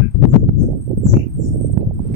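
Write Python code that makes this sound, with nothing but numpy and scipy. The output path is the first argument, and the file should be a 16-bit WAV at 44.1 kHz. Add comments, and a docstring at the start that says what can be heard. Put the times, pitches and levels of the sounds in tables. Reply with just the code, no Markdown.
"""Mangrove boardwalk, wind on the microphone.

Air buffets the two ports of a hand-held microphone: the eddy rumble swells and thumps with the
walker's movement and clips at its peaks. Light knocks and dry scuffs sit within it.
Behind, small birds chirp among echoing trees and a high insect sings in phrases,
over a far insect chorus and the hush of the wood."""
import sys
import numpy as np
from scipy import signal
from scipy.fft import rfft, irfft
from scipy.io import wavfile
from scipy.ndimage import uniform_filter1d, minimum_filter1d

SR = 44100
rng = np.random.default_rng(int(sys.argv[2]) if len(sys.argv) > 2 else 0)


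def persist_wave(psi):
    """Save psi, clipped to +-1, as 16-bit WAV."""
    counts = np.round(np.clip(psi, -1, 1) * 32767).astype(np.int16)
    wavfile.write(sys.argv[1], SR, np.atleast_2d(counts).T)


N = 95167
TIME_S = np.arange(N) / SR
FREQ_HZ = np.maximum(np.fft.rfftfreq(N, 1 / SR), 1)

# airflow at each port: (time [s], level [dB], eddy roll-off corner [Hz])
AIRFLOW_LEFT = [(0.0,1.5,230), (0.06,-13,200), (0.10,-26.5,144), (0.138,-42.5,141.4), (0.15,-18.5,160),
                (0.25,-11,339.6), (0.31,-18.5,240), (0.36,-12,432), (0.39,-17.5,271), (0.52,-17,180),
                (0.63,-9,305.6), (0.66,-17.5,240), (0.76,-28.5,180), (0.88,-36,150), (0.99,-17.5,150),
                (1.02,-32.5,170), (1.07,-19,200), (1.16,-4,280), (1.20,-24,208), (1.26,-41,178),
                (1.35,-21.5,140), (1.44,-28.5,180), (1.5,-18.5,150), (1.64,-27,180), (1.7,-26,170),
                (1.89,-26,160), (1.93,-23,160), (2.04,-28.5,210), (2.16,-22.5,190)]
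AIRFLOW_RIGHT = [(0.0,-32,189.6), (0.07,-34,169.5), (0.16,-29.5,163.4), (0.22,-16.5,244.3),
                 (0.25,-32,254.6), (0.28,-17,224.5), (0.5,-16,282), (0.53,-24,287.5), (0.6,-23,245),
                 (0.64,-17,307), (0.74,-16.5,369), (0.85,-25,184), (0.91,-15.5,390), (0.96,-22.5,268),
                 (1.03,-15,287), (1.2,-15,372), (1.33,-25.5,180.3), (1.4,-15,308), (1.5,-17,305.6),
                 (1.65,-14,287.6), (1.73,-17,230.5), (1.81,-18,418), (1.94,-20,244), (2.03,-21,270),
                 (2.16,-16.5,332.4)]
# airflow trim: (left [dB], right [dB])
AIR_TRIM_DB = [3.5, 0.0]
# port response to air: (frequency [Hz], gain [dB])
PORT_RESPONSE = [(10, -27), (25, -7), (60, -5.5), (110, 2), (170, -4.5), (320, -4.5), (500, -10),
                 (780, -7.5), (1050, -17), (1500, -32)]
# dull thumps: (time [s], level [dB], pitch [Hz], Gaussian width [s])
PORT_THUMPS_LEFT = [(.0075, 2.5, 113, 0.0045), (0.152, -0.5, 70.3, 0.0046), (0.227, 4, 129.6, 0.0025),
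                    (.2420, 5.5, 130.5, 0.0068), (.2530, 6, 195, 0.0016), (0.345, 4.5, 141.6, 0.0096),
                    (.3620, 7.5, 245.6, 0.0047), (0.367, 2.5, 159.4, 0.0035), (.4430, 0.5, 98, 0.0035),
                    (0.62, -1, 195, 0.0019), (1.0662, 2, 129.6, 0.003), (1.1380, 4, 114.5, 0.00635),
                    (1.1560, 2, 139, 0.0014), (1.8740, -2, 108, 0.0027)]
PORT_THUMPS_RIGHT = [(0.362, -1.5, 140, 0.0018), (0.492, 3, 140, 0.0031), (.9780, -1.5, 161, 0.0017),
                     (1.0567, 2, 160, 0.0018), (1.1700, 3.5, 225, 0.0013), (1.737, -3, 105, 0.005),
                     (1.7770, 3.5, 155, 0.002), (2.004, -1, 130, 0.0013)]
# fine turbulence on a thump: (frequency [Hz], gain [dB])
CHURN_SPECTRUM = [(120, -16.5), (300, 13), (550, 2), (900, -18), (1500, -34.5), (3000, -43.5),
                  (8000, -75.5)]
# falling bird notes: (onset [s], length [s], start [Hz], end [Hz], level [dB], left-right [dB])
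BIRD_CHIRPS = [(0.267, 0.014, 7900, 7710, -73.5, 8), (0.285, 0.022, 7710, 6080, -46.5, -0.5),
               (0.577, 0.016, 7420, 5090, -47, 6), (1.029, 0.057, 7760, 5575, -36.5, 11),
               (1.371, 0.067, 7660, 6600, -48.5, 13), (1.408, 0.035, 6100, 5140, -50.5, 10.5)]
# arched bird calls: (onset [s], length [s], foot [Hz], top [Hz], level [dB], left-right [dB])
BIRD_CALLS = [(.0, 0.02, 1466, 1594, -39.5, 12.5), (.0, 0.033, 1860, 2574, -49.5, 19.5),
              (1.133, 0.065, 2028, 2720, -47, 16.5), (1.175, 0.047, 2450, 2870, -53.5, 19.5)]
# insect song: (start [s], end [s], level [dB], pitch [Hz])
INSECT_PHRASES = [(0, 0.394, -71.5, 8500), (0.095, 0.104, -50, 8490), (0.587, 0.911, -59, 8440),
                  (0.798, 0.83, -54.5, 8450), (0.964, 1.006, -50.5, 8440), (1.27, 1.75, -51.5, 8510),
                  (1.506, 1.715, -45.5, 8380), (1.934, 2.202, -55, 8410)]
# far insect chorus and hush of the wood: (frequency [Hz], gain [dB])
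CHORUS_SPECTRUM = [(10500, -20), (11150, 3), (11400, -7.5), (11650, 2), (11950, -9.5), (12300, 1.5),
                   (12750, -9), (13100, -5.5), (13700, -14), (15200, -4.5), (16000, -34)]
HUSH_SPECTRUM = [(100, -5.5), (700, 4.5), (1300, -4.5), (2200, -11.5), (4000, -18.5), (7000, -21),
                 (10000, -23), (15000, -28)]
# their envelopes: (time [s], level [dB])
CHORUS_ENVELOPE = [(0, -73), (.45, -73.5), (.9, -65.5), (1.6, -65.5), (2.16, -70)]
HUSH_ENVELOPE = [(0, -60.5), (0.898, -62.5), (1.499, -59), (1.951, -60.5), (2.15, -51.5)]
# small knocks of air at the port: (time [s], level [dB], pitch [Hz], left-right [dB])
PORT_KNOCKS = [(.150, -27.5, 410, 14), (.432, -12, 420, 17), (.612, -23.5, 448, 28),
               (.643, -12, 380, -12), (.688, -10.5, 400, -18), (.704, -23.5, 520, -12.5),
               (.733, -19, 570, -26), (.879, -19, 430, -27), (.906, -10.5, 355, -36),
               (.914, -14, 489, -29), (.934, -6.5, 300, -33.5), (.977, -16.5, 430, -21.5),
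               (1.037, -12, 380, -19), (1.268, -12, 268, -18.5), (1.398, -13, 393, -20),
               (1.545, -21, 500, -22.5), (1.560, -15.5, 480, -39), (1.612, -17.5, 450, -34),
               (1.648, -8.5, 420, -38), (1.699, -23, 546, -22), (1.808, -34, 450, -12),
               (1.83, -16.5, 480, -43), (1.883, -27.5, 480, -7.5), (1.911, -21, 600, -34),
               (1.995, -24.5, 750, -34), (2.055, -21.5, 420, -25)]
# scuffs and ticks: (onset [s], level [dB], centre [Hz], decay [s], left-right [dB])
DRY_SCUFFS = [(0.15, -50.5, 1000, 0.02, 28.5), (.262, -50.5, 1000, 0.047, 24.5),
              (0.325, -40.5, 1200, 0.025, 21.5), (0.433, -53.5, 860, 0.024, 18),
              (0.631, -57, 1500, 0.023, 2), (1.062, -50.5, 1480, 0.033, 11.5),
              (1.812, -50, 2530, 0.0016, -8.5), (2.1430, -36, 2340, 0.0019, -28)]


def from_db(db):
    """Decibels to gain."""
    return 10 ** (np.asarray(db) / 20)


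def unit_rms(x):
    """Scale to unit power."""
    return x / np.sqrt(np.mean(x ** 2) + 1e-20)


def per_sample(curve):
    """Value columns of a time curve at every sample."""
    times_s, *columns = np.transpose(curve)
    return [np.interp(TIME_S, times_s, column) for column in columns]


def gain_at(spectrum, hz):
    """Spectrum gain, interpolated over log frequency."""
    points_hz, db = np.transpose(spectrum)
    return from_db(np.interp(np.log(hz), np.log(points_hz), db))


def noise(gains):
    """Unit-RMS noise with the given gain per frequency."""
    return unit_rms(irfft(rfft(rng.standard_normal(N)) * gains, N))


def flicker(bandwidth_hz, rms_db):
    """Random gain wander."""
    return from_db(rms_db * noise(np.exp(-(FREQ_HZ / bandwidth_hz) ** 2)))


def pan(left_right_db):
    """Stereo gains; only the weaker side is turned down."""
    return from_db([[min(left_right_db, 0)], [min(-left_right_db, 0)]])


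def eddies(curve, rolloff=1.533, steady_s=0.038, steadiness=0.5):
    """Rumble at one port; faster air sheds smaller eddies and opens the spectrum upward."""
    level_db, corner_hz = per_sample(curve)
    white = rfft(rng.standard_normal(N))
    centres_hz = np.geomspace(12, 1500, 22)
    rumble = 0
    for hz, weights in zip(centres_hz, np.eye(len(centres_hz))):
        band = irfft(white * np.interp(FREQ_HZ, centres_hz, weights, right=0), N)
        lowpass = np.exp(-(hz / np.maximum(corner_hz, 50)) ** rolloff)
        rumble += band * gain_at(PORT_RESPONSE, hz) * lowpass
    rumble = unit_rms(rumble)
    span = int(steady_s * SR)
    power = uniform_filter1d(uniform_filter1d(rumble ** 2, span), span // 2)
    steadied = rumble / (power + 1e-9) ** (steadiness / 2)
    return from_db(level_db) * unit_rms(steadied)


def limit(x, ceiling=0.85, span=SR // 100):
    """Smooth peak limiter; holds eddies short of overload."""
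    envelope = np.abs(signal.hilbert(x))
    excess = np.maximum(envelope / ceiling, 1)
    held = -minimum_filter1d(-excess, 2 * span)
    return x / uniform_filter1d(uniform_filter1d(held, span), span)


def buffeting(curve, trim_db, thumps, churn_db=-22.5, churn_db_per_db=1.99):
    """Air at one port; each thump is a suck and a push that briefly displace the eddies."""
    out = limit(from_db(trim_db) * eddies(curve))
    turbulence = noise(gain_at(CHURN_SPECTRUM, FREQ_HZ))
    for time_s, db, hz, width_s in thumps:
        swell = np.exp(-0.5 * ((TIME_S - time_s) / width_s) ** 2)
        push = from_db(db) * np.sin(2 * np.pi * hz * (TIME_S - time_s))
        churn = from_db(churn_db + churn_db_per_db * db) * turbulence
        out = out * (1 - swell) + swell * (push + churn)
    return out


def whistle(hz, progress, warble_hz=88.8, warble_depth=0.049, octave_db=-24):
    """Bird note with a faint octave; warble deepens as progress runs from 0 to 1."""
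    warble = 1 + warble_depth * progress * np.sin(2 * np.pi * (warble_hz * TIME_S + rng.random()))
    phase = 2 * np.pi * np.cumsum(hz * warble) / SR
    envelope = np.abs(np.sin(np.pi * progress)) ** 0.28
    return envelope * (np.sin(phase) + from_db(octave_db) * np.sin(2 * phase))


def among_trees(x, pan_db, t60_s, build_s=0.028, direct_gain=0.2):
    """Direct sound plus scatter off the trunks, different per channel."""
    t = TIME_S[:SR // 2]
    envelope = (1 - np.exp(-t / build_s)) * from_db(-60 * t / t60_s)
    tails = [unit_rms(rng.standard_normal(len(t)) * envelope) / np.sqrt(len(t)) for _ in range(2)]
    scatter = np.array([signal.fftconvolve(x, tail)[:N] for tail in tails])
    return (direct_gain * x + scatter) * from_db([[pan_db / 2], [-pan_db / 2]])


def birds(chirp_bend=1.3):
    """High chirps slide down; lower calls rise and fall."""
    out = 0
    for onset_s, length_s, start_hz, end_hz, db, pan_db in BIRD_CHIRPS:
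        progress = np.clip((TIME_S - onset_s) / length_s, 0, 1)
        hz = start_hz + (end_hz - start_hz) * progress ** chirp_bend
        out += among_trees(from_db(db) * whistle(hz, progress), pan_db, t60_s=0.27)
    for onset_s, length_s, foot_hz, top_hz, db, pan_db in BIRD_CALLS:
        progress = np.clip((TIME_S - onset_s) / length_s, 0, 1)
        hz = foot_hz + (top_hz - foot_hz) * np.sin(np.pi * progress)
        out += among_trees(from_db(db) * whistle(hz, progress), pan_db, t60_s=0.16)
    return out


def insect(width_hz=120, attack_s=0.014, release_s=0.035):
    """Narrow, fluttering noise tone on the left, sung in phrases."""
    out = 0
    for start_s, end_s, db, hz in INSECT_PHRASES:
        attack = np.clip((TIME_S - start_s) / attack_s, 0, 1)
        release = np.exp(-np.maximum(TIME_S - end_s, 0) / release_s)
        band = np.exp(-((FREQ_HZ - hz) / width_hz) ** 2)
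        out += from_db(db) * attack * release * np.array([noise(band), noise(band)])
    return out * flicker(bandwidth_hz=22, rms_db=4) * pan(left_right_db=24.5)


def diffuse(spectrum, envelope):
    """Far sound, uncorrelated between channels."""
    level_db, = per_sample(envelope)
    return from_db(level_db) * np.array([noise(gain_at(spectrum, FREQ_HZ)) for _ in range(2)])


def chorus():
    """Far insects merge into a flickering hiss, left of centre."""
    hiss = diffuse(CHORUS_SPECTRUM, CHORUS_ENVELOPE)
    return hiss * pan(left_right_db=8) * flicker(bandwidth_hz=20, rms_db=1.9)


def hush():
    """Soft broadband background of the wood."""
    return diffuse(HUSH_SPECTRUM, HUSH_ENVELOPE)


def knocks(width_cycles=0.62):
    """A cycle or two of dull pressure each, mostly at one port."""
    out = 0
    for time_s, db, hz, pan_db in PORT_KNOCKS:
        cycles = (TIME_S - time_s) * hz
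        envelope = np.exp(-0.5 * (cycles / width_cycles) ** 2)
        tone = np.cos(2 * np.pi * (cycles + rng.random()))
        out += from_db(db) * envelope * tone * pan(pan_db)
    return out


def scuffs(q=5.2):
    """Dry rubs and cracks near the microphone: decaying resonant noise."""
    out = 0
    for onset_s, db, hz, decay_s, pan_db in DRY_SCUFFS:
        resonance = 1 / np.hypot(1, q * (FREQ_HZ / hz - hz / FREQ_HZ))
        envelope = (TIME_S >= onset_s) * np.exp(-np.abs(TIME_S - onset_s) / decay_s)
        out += from_db(db) * envelope * noise(resonance) * pan(pan_db)
    return out


def scene():
    """Air on both ports in front of the wood, stereo."""
    left = buffeting(AIRFLOW_LEFT, AIR_TRIM_DB[0], PORT_THUMPS_LEFT)
    right = buffeting(AIRFLOW_RIGHT, AIR_TRIM_DB[1], PORT_THUMPS_RIGHT)
    return np.array([left, right]) + chorus() + knocks() + birds() + insect() + hush() + scuffs()


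def record(dry, fade_s=0.004, cutoff_hz=15600):
    """Clip the strongest buffets at full scale, fade the end, low-pass."""
    fade = np.minimum((TIME_S[-1] - TIME_S) / fade_s, 1)
    lowpass = signal.ellip(8, 0.05, 50, cutoff_hz, fs=SR, output="sos")
    return signal.sosfiltfilt(lowpass, np.clip(dry, -1, 1) * fade)


dry = scene()
out = record(dry)
persist_wave(out)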